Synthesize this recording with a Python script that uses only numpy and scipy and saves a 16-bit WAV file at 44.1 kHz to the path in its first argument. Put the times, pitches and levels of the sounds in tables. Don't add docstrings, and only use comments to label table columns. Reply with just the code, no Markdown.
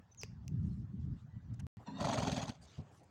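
import sys
import numpy as np
from scipy import signal
from scipy.fft import rfft, irfft, next_fast_len
from scipy.io import wavfile
from scipy.ndimage import uniform_filter1d, map_coordinates

SR = 44100
rng = np.random.default_rng(int(sys.argv[2]) if len(sys.argv) > 2 else 0)


def put_to_file(sound):
    columns = np.atleast_2d(sound).T
    safe = np.clip(columns, -1, 1)
    whole_steps = np.round(safe * 32767)
    wavfile.write(sys.argv[1], SR, whole_steps.astype(np.int16))


N = 136710
T = np.arange(N) / SR
PASTURE_END_S, YARD_START_S = 1.668, 1.770

# (time [s], flap rate [Hz])
FLAP_RATE = [(2.03, 24.6), (2.08, 23.94), (2.16, 21.8), (2.3, 21.07), (2.4, 18.4), (2.47, 15.3)]
# (time [s], level [dB])
NASAL_LEVEL = [(1.95, -67), (1.99, -51), (2.01, -41), (2.12, -37), (2.22, -41.5), (2.33, -45.5),
               (2.41, -43.5), (2.47, -53), (2.503, -53.5), (2.53, -60.5), (2.59, -84)]
HISS_LEVEL = [(1.97, -83), (2.01, -51.5), (2.18, -49.5), (2.39, -51), (2.44, -53.5), (2.47, -60),
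              (2.498, -56), (2.52, -66), (2.58, -84.5)]
HEAD_LEVEL = [(1.97, -67), (2.01, -41.5), (2.12, -39.5), (2.28, -38), (2.4, -41.5), (2.47, -47),
              (2.508, -43), (2.535, -79), (2.56, -90)]
# (frequency [Hz], bandwidth [Hz], gain [dB])
NOSE_MODES = [(577, 50, 1.5), (679, 97, 0), (806, 63, -3), (1042, 66, -10.5), (1387, 63, -17),
              (1760, 53, -24.5)]
SLIT_MODES = [(3310, 250, 1), (4630, 310, -5), (6120, 210, 0), (6460, 400, -7.5)]
LIP_MODES = [(1826, 620, -7), (2500, 360, -3), (3300, 410, -4.5)]
# (frequency [Hz], gain [dB])
HISS_SPECTRUM = [(880, -26), (1500, 1), (1640, -8.5), (1850, 0), (2190, -8.5), (2490, -1.5), (3090, -6),
                 (3350, -7), (4500, 1), (5330, -8), (6560, -0.5), (7170, -9), (8320, -12), (10900, -32),
                 (11900, -34), (13500, -53), (16000, -40)]
HEAD_SPECTRUM = [(30, -28), (60, -4), (95, -5.5), (135, 0.5), (185, -8), (255, -0.5), (300, -8.5),
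                 (345, -22), (405, -12.5), (470, -16), (600, -26), (1200, -64)]


def snort():
    first_flap_s, rebound_phase = 2.012, 0.46
    cycles = np.cumsum(curve(FLAP_RATE)) / SR
    cycles -= np.interp(first_flap_s, T, cycles)
    leak = 0.56 * np.exp(-np.maximum(T - first_flap_s, 0) / 0.13)

    def puff(phase, width):
        return np.exp(-.5 * (((cycles - phase + .5) % 1 - .5) / width) ** 2)

    def ragged(flow, depth_db):
        return unit((unit(flow) + leak) / (1 + leak) * amp(depth_db * wobble(330)))

    opening = puff(0, width=0.17)
    rebound = amp(-6) * puff(rebound_phase, width=0.081)
    glide = .4 * puff(-.08, width=.15) - .18 * puff(.17, width=.1)
    nasal = bent(steadied(resonate(noise(), NOSE_MODES), span_s=0.0046), glide)
    nasal *= ragged(.45 + 0.64 * opening + rebound, depth_db=2.5)
    nasal = highpass(nasal, hz=443, order=8)

    hiss = patchy(coloured(noise(), HISS_SPECTRUM), depth_db=3.5)
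    hiss *= ragged(0.37 + opening + .3 * rebound, depth_db=3.5)
    droplets = noise() * (rng.random(N) < 210 / SR)
    spit = coloured(droplets, HISS_SPECTRUM) * unit(opening + rebound)

    slit = 0.11 + puff(-0.093, width=0.054) + amp(0.5) * puff(rebound_phase, width=0.054)
    whistle = bent(resonate(noise(), SLIT_MODES), octaves=0.033 * wobble(60))
    whistle = lowpass(whistle * ragged(slit, depth_db=1), hz=7800, order=10)
    splutter = bent(resonate(noise(), LIP_MODES), octaves=.4 * glide)
    splutter *= ragged(0.16 + puff(0.13, width=0.12), depth_db=2)
    treble = hiss + amp(-8) * spit + amp(-4) * whistle + amp(-5) * splutter

    head = steadied(coloured(noise(), HEAD_SPECTRUM), span_s=0.019)
    head *= unit(0.78 + leak + opening + .5 * rebound)
    flap_times = np.interp(np.arange(11), cycles, T)[:, None]
    slap_lag_s, slap_width_s = 0.00543, .0016
    offset = (T - flap_times - slap_lag_s) / slap_width_s
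    slaps = ((offset ** 2 - 1) * np.exp(-.5 * offset ** 2)).sum(axis=0) / (1 + leak)
    bass = head + amp(11) * slaps
    return level(NASAL_LEVEL) * nasal + level(HISS_LEVEL) * treble + level(HEAD_LEVEL) * bass


# (time [s], level [dB])
BREATH_LEVEL = [(1.845, -90), (1.872, -52), (1.9, -56.5), (1.932, -62), (1.96, -55), (2.0, -54.5),
                (2.04, -84)]
HUM_LEVEL = [(1.866, -71), (1.88, -45.5), (1.925, -47.5), (1.96, -45), (2.0, -51), (2.03, -86)]
# (frequency [Hz], bandwidth [Hz], gain [dB])
OPEN_NOSE_MODES = [(593, 120, -6), (883, 77, -2.5), (1008, 45, 1.5), (1630, 80, -13), (1873, 22, -5),
                   (2810, 87, -11.5), (3644, 62, -7), (4320, 110, -11.5), (5420, 130, -27),
                   (5900, 39, -15.5), (7460, 80, -14.5)]
# (frequency [Hz], gain [dB])
HUM_SPECTRUM = [(60, -37), (120, -7), (170, 1.5), (280, -1), (335, -27), (420, -16.5), (700, -69)]


def blow():
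    air = lowpass(noise(), hz=8500, order=8)
    stream = bent(resonate(air, OPEN_NOSE_MODES), octaves=0.039 * wobble(25))
    stream = patchy(stream, depth_db=3)
    hum = steadied(coloured(noise(), HUM_SPECTRUM), span_s=0.026)
    return level(BREATH_LEVEL) * stream + level(HUM_LEVEL) * hum


# (frequency [Hz], gain [dB])
THUD_SPECTRUM = [(29, -40), (50, -9), (130, 2.5), (273, -15), (404, -21.5), (749, -25), (844, -35),
                 (1020, -29), (3000, -75), (3900, -86), (6600, -120)]


def hoof():
    step_s, attack_s, t60_s = 2.781, 0.011, 0.13
    age = np.maximum(T - step_s, 0)
    envelope = amp(-30.5 - 60 * age / t60_s) * (1 - np.exp(-age / attack_s))
    return envelope * steadied(coloured(noise(), THUD_SPECTRUM), span_s=0.017)


# (time [s], relative level [dB], high-pass cutoff [Hz], 60 dB decay time of the crackle [s])
SNAPS = [(0.1475, -38.5, 3000, 0.0061), (0.215, -25.5, 5600, 0.0053), (0.2336, -18, 244, 0.0013),
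         (.480, -24, 4060, 0.009), (1.029, -66, 2530, .012), (1.599, -61, 3000, 0.054)]
# (frequency [Hz], bandwidth [Hz], gain [dB])
HARD_BODY_MODES = [(422, 68, 7.5), (1000, 260, -5.5), (2110, 560, -2.5), (2693, 280, 2), (4700, 1300, -11),
                   (6070, 530, -3), (7710, 1300, -15), (12000, 2200, -28.5), (15400, 900, -18.5)]


def clicks():
    taps = np.zeros(N)
    for start, db, cutoff_hz, t60 in SNAPS:
        snap = amp(-30.5 - 60 * np.abs(T - start) / t60) * noise() * (T >= start)
        snap[round(start * SR)] = 1
        low_cut = signal.butter(2, cutoff_hz, "high", fs=SR, output="sos")
        taps += amp(db) * signal.sosfilt(low_cut, snap)
    return amp(-1) * np.std(taps) * resonate(taps, HARD_BODY_MODES)


# (time [s], duration [s], start frequency [Hz], end frequency [Hz], level [dB])
BIRD_NOTES = [(0.113, .02, 6030, 6100, -65.5), (0.174, 0.062, 6860, 4290, -51),
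              (1.3, 0.11, 1977, 1965, -79.5)]


def bird():
    out = np.zeros(N)
    for start, duration, start_hz, end_hz, db in BIRD_NOTES:
        progress = np.clip((T - start) / duration, 0, 1)
        hz = start_hz + (end_hz - start_hz) * progress ** 1.35
        hz *= 1 + 0.016 * wobble(500)
        envelope = amp(db + 2 * wobble(200)) * np.abs(np.sin(np.pi * progress)) ** 0.42
        out += envelope * np.sin(2 * np.pi * np.cumsum(hz) / SR)
    return out


# (time [s], duration [s], level [dB], centre frequency [Hz])
SWISHES = [(0.207, 0.047, -63, 4470), (.57, 0.27, -83.5, 5500), (0.986, 0.087, -83, 4460),
           (1.164, 0.077, -81.5, 4660), (1.535, .014, -72.5, 6000), (1.592, 0.02, -58.5, 1700),
           (1.594, 0.013, -64.5, 6000), (1.791, 0.054, -62, 800), (2.612, .05, -68, 5580),
           (2.642, 0.18, -68, 4140), (2.911, 0.11, -78.5, 6170), (2.907, 0.064, -69.5, 456),
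           (3.033, 0.012, -74.5, 7000)]


def rustles():
    out = np.zeros(N)
    for start, duration, db, hz in SWISHES:
        spectrum = [(hz / 8, -18), (hz / 2, -5), (hz, 0), (hz * 1.57, -5), (hz * 2.24, -24), (hz * 4, -40)]
        progress = np.clip((T - start) / duration, 0, 1)
        swell = np.abs(np.sin(np.pi * progress)) ** 0.53
        grains = noise() * amp(1.95 * wobble(300))
        out += amp(db) * swell * coloured(grains, spectrum)
    return np.std(out) * patchy(out, depth_db=4.5)


# (time [s], level [dB])
PASTURE_GUSTS = [(0, -57.5), (.06, -68.5), (.16, -65), (.26, -50), (.43, -51), (.53, -37.5), (.6, -35),
                 (.7, -38), (.77, -45), (.82, -39.5), (.88, -50), (.98, -42), (1.13, -39), (1.2, -58.5),
                 (1.25, -48), (1.32, -58.5), (1.365, -41.5), (1.41, -57), (1.53, -40), (1.57, -51.5),
                 (1.61, -40), (1.66, -44.5)]
YARD_GUSTS = [(1.77, -46.5), (1.85, -66.5), (2.55, -63), (2.63, -56), (2.69, -65), (2.87, -64.5),
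              (3.1, -66.5)]
# (frequency [Hz], gain [dB])
BUFFET_SPECTRUM = [(15, -49.5), (25, -25), (66, 2.5), (118, 5), (179, -2.5), (230, -7.5), (325, -23.5),
                   (367, -26), (479, -42), (600, -58.5), (780, -78.5), (1320, -120)]
PASTURE_HUSH = [(290, -8.5), (500, -5.5), (900, -5.5), (1900, -11.5), (2200, -19.5), (4400, -22),
                (7000, -26.5), (9600, -41.5), (13500, -45.5), (15200, -29.5), (16000, -32)]
YARD_HUSH = [(180, -32), (300, -4.5), (398, -7.5), (749, -8), (1250, -15), (1360, -15), (3640, -26.5),
             (4990, -30), (7440, -29), (11900, -61), (16000, -40.5)]


def wind():
    in_pasture = T < PASTURE_END_S
    gust_db = np.where(in_pasture, curve(PASTURE_GUSTS), curve(YARD_GUSTS)) + wobble(60)
    buffet = amp(gust_db) * steadied(coloured(noise(), BUFFET_SPECTRUM), span_s=.045)
    pasture = amp(-74) * patchy(coloured(noise(), PASTURE_HUSH), depth_db=3.56)
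    yard = amp(-69) * patchy(coloured(noise(), YARD_HUSH), depth_db=3.56)
    return buffet + np.where(in_pasture, pasture, yard) * amp(0.74 * wobble(16))


# (frequency [Hz], 60 dB decay time [s])
REVERB_TIME = [(200, 0.14), (2000, 0.37), (10000, 0.19)]


def echo(x):
    hz, t, bands = signal.stft(rng.standard_normal(SR // 2), SR, nperseg=256)
    decay = amp(-60 * t / along(REVERB_TIME, hz)[:, None])
    tail = signal.istft(bands * decay, SR, nperseg=256)[1]
    return signal.fftconvolve(x, tail / np.linalg.norm(tail))[:N]


def amp(db):
    return 10 ** (np.asarray(db) / 20)


def unit(x):
    return x / np.sqrt(np.mean(x ** 2) + 1e-20)


def along(points, hz):
    knots_hz, values = np.transpose(points)
    return np.interp(np.log(hz + 1), np.log(knots_hz + 1), values)


def curve(rows, outside=None):
    return np.interp(T, *np.transpose(rows), left=outside, right=outside)


def level(rows):
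    return amp(curve(rows, outside=-140))


def noise():
    return rng.standard_normal(N)


def wobble(rate):
    return map_coordinates(rng.standard_normal(4000), [T * rate], mode="wrap")


def filtered(x, response):
    size = next_fast_len(N + SR // 2)
    return irfft(rfft(x, size) * response(np.fft.rfftfreq(size, 1 / SR)), size)[:N]


def lowpass(x, hz, order):
    return filtered(x, lambda f: 1 / (1 + (f / hz) ** order))


def highpass(x, hz, order):
    return x - lowpass(x, hz, order)


def coloured(x, spectrum):
    return unit(filtered(x, lambda hz: amp(along(spectrum, hz))))


def resonate(x, modes):
    def response(f):
        return sum((-1) ** k * amp(db) * 1j * f * width / (hz * hz - f * f + 1j * f * width)
                   for k, (hz, width, db) in enumerate(modes))
    return unit(filtered(x, response))


def steadied(x, span_s):
    power = uniform_filter1d(x * x, max(8, int(span_s * SR)))
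    return x / np.sqrt(np.abs(power) + 1e-6)


def patchy(x, depth_db):
    bands = signal.stft(x, nperseg=512)[2]
    field = uniform_filter1d(rng.standard_normal(bands.shape), size=4, axis=0)
    field = uniform_filter1d(field, size=6, axis=1)
    return unit(signal.istft(bands * amp(depth_db * unit(field)), nperseg=512)[1][:N])


def bent(x, octaves):
    return map_coordinates(x, [np.cumsum(2 ** octaves)], mode="wrap")


def scene():
    horse = snort() + blow() + hoof()
    chirps, snaps = bird(), clicks()
    echo_send = amp(-19) * horse + amp(-6.5) * chirps + amp(-21) * snaps
    return (horse + chirps + snaps + rustles() + wind() + echo(echo_send))[None]


def record(dry):
    audible = (T < PASTURE_END_S) | (T > YARD_START_S)
    thinned = highpass(dry[0], hz=44.4, order=4)
    return filtered(thinned * audible, lambda hz: hz < 16100)[None]


dry = scene()
out = record(dry)
put_to_file(out)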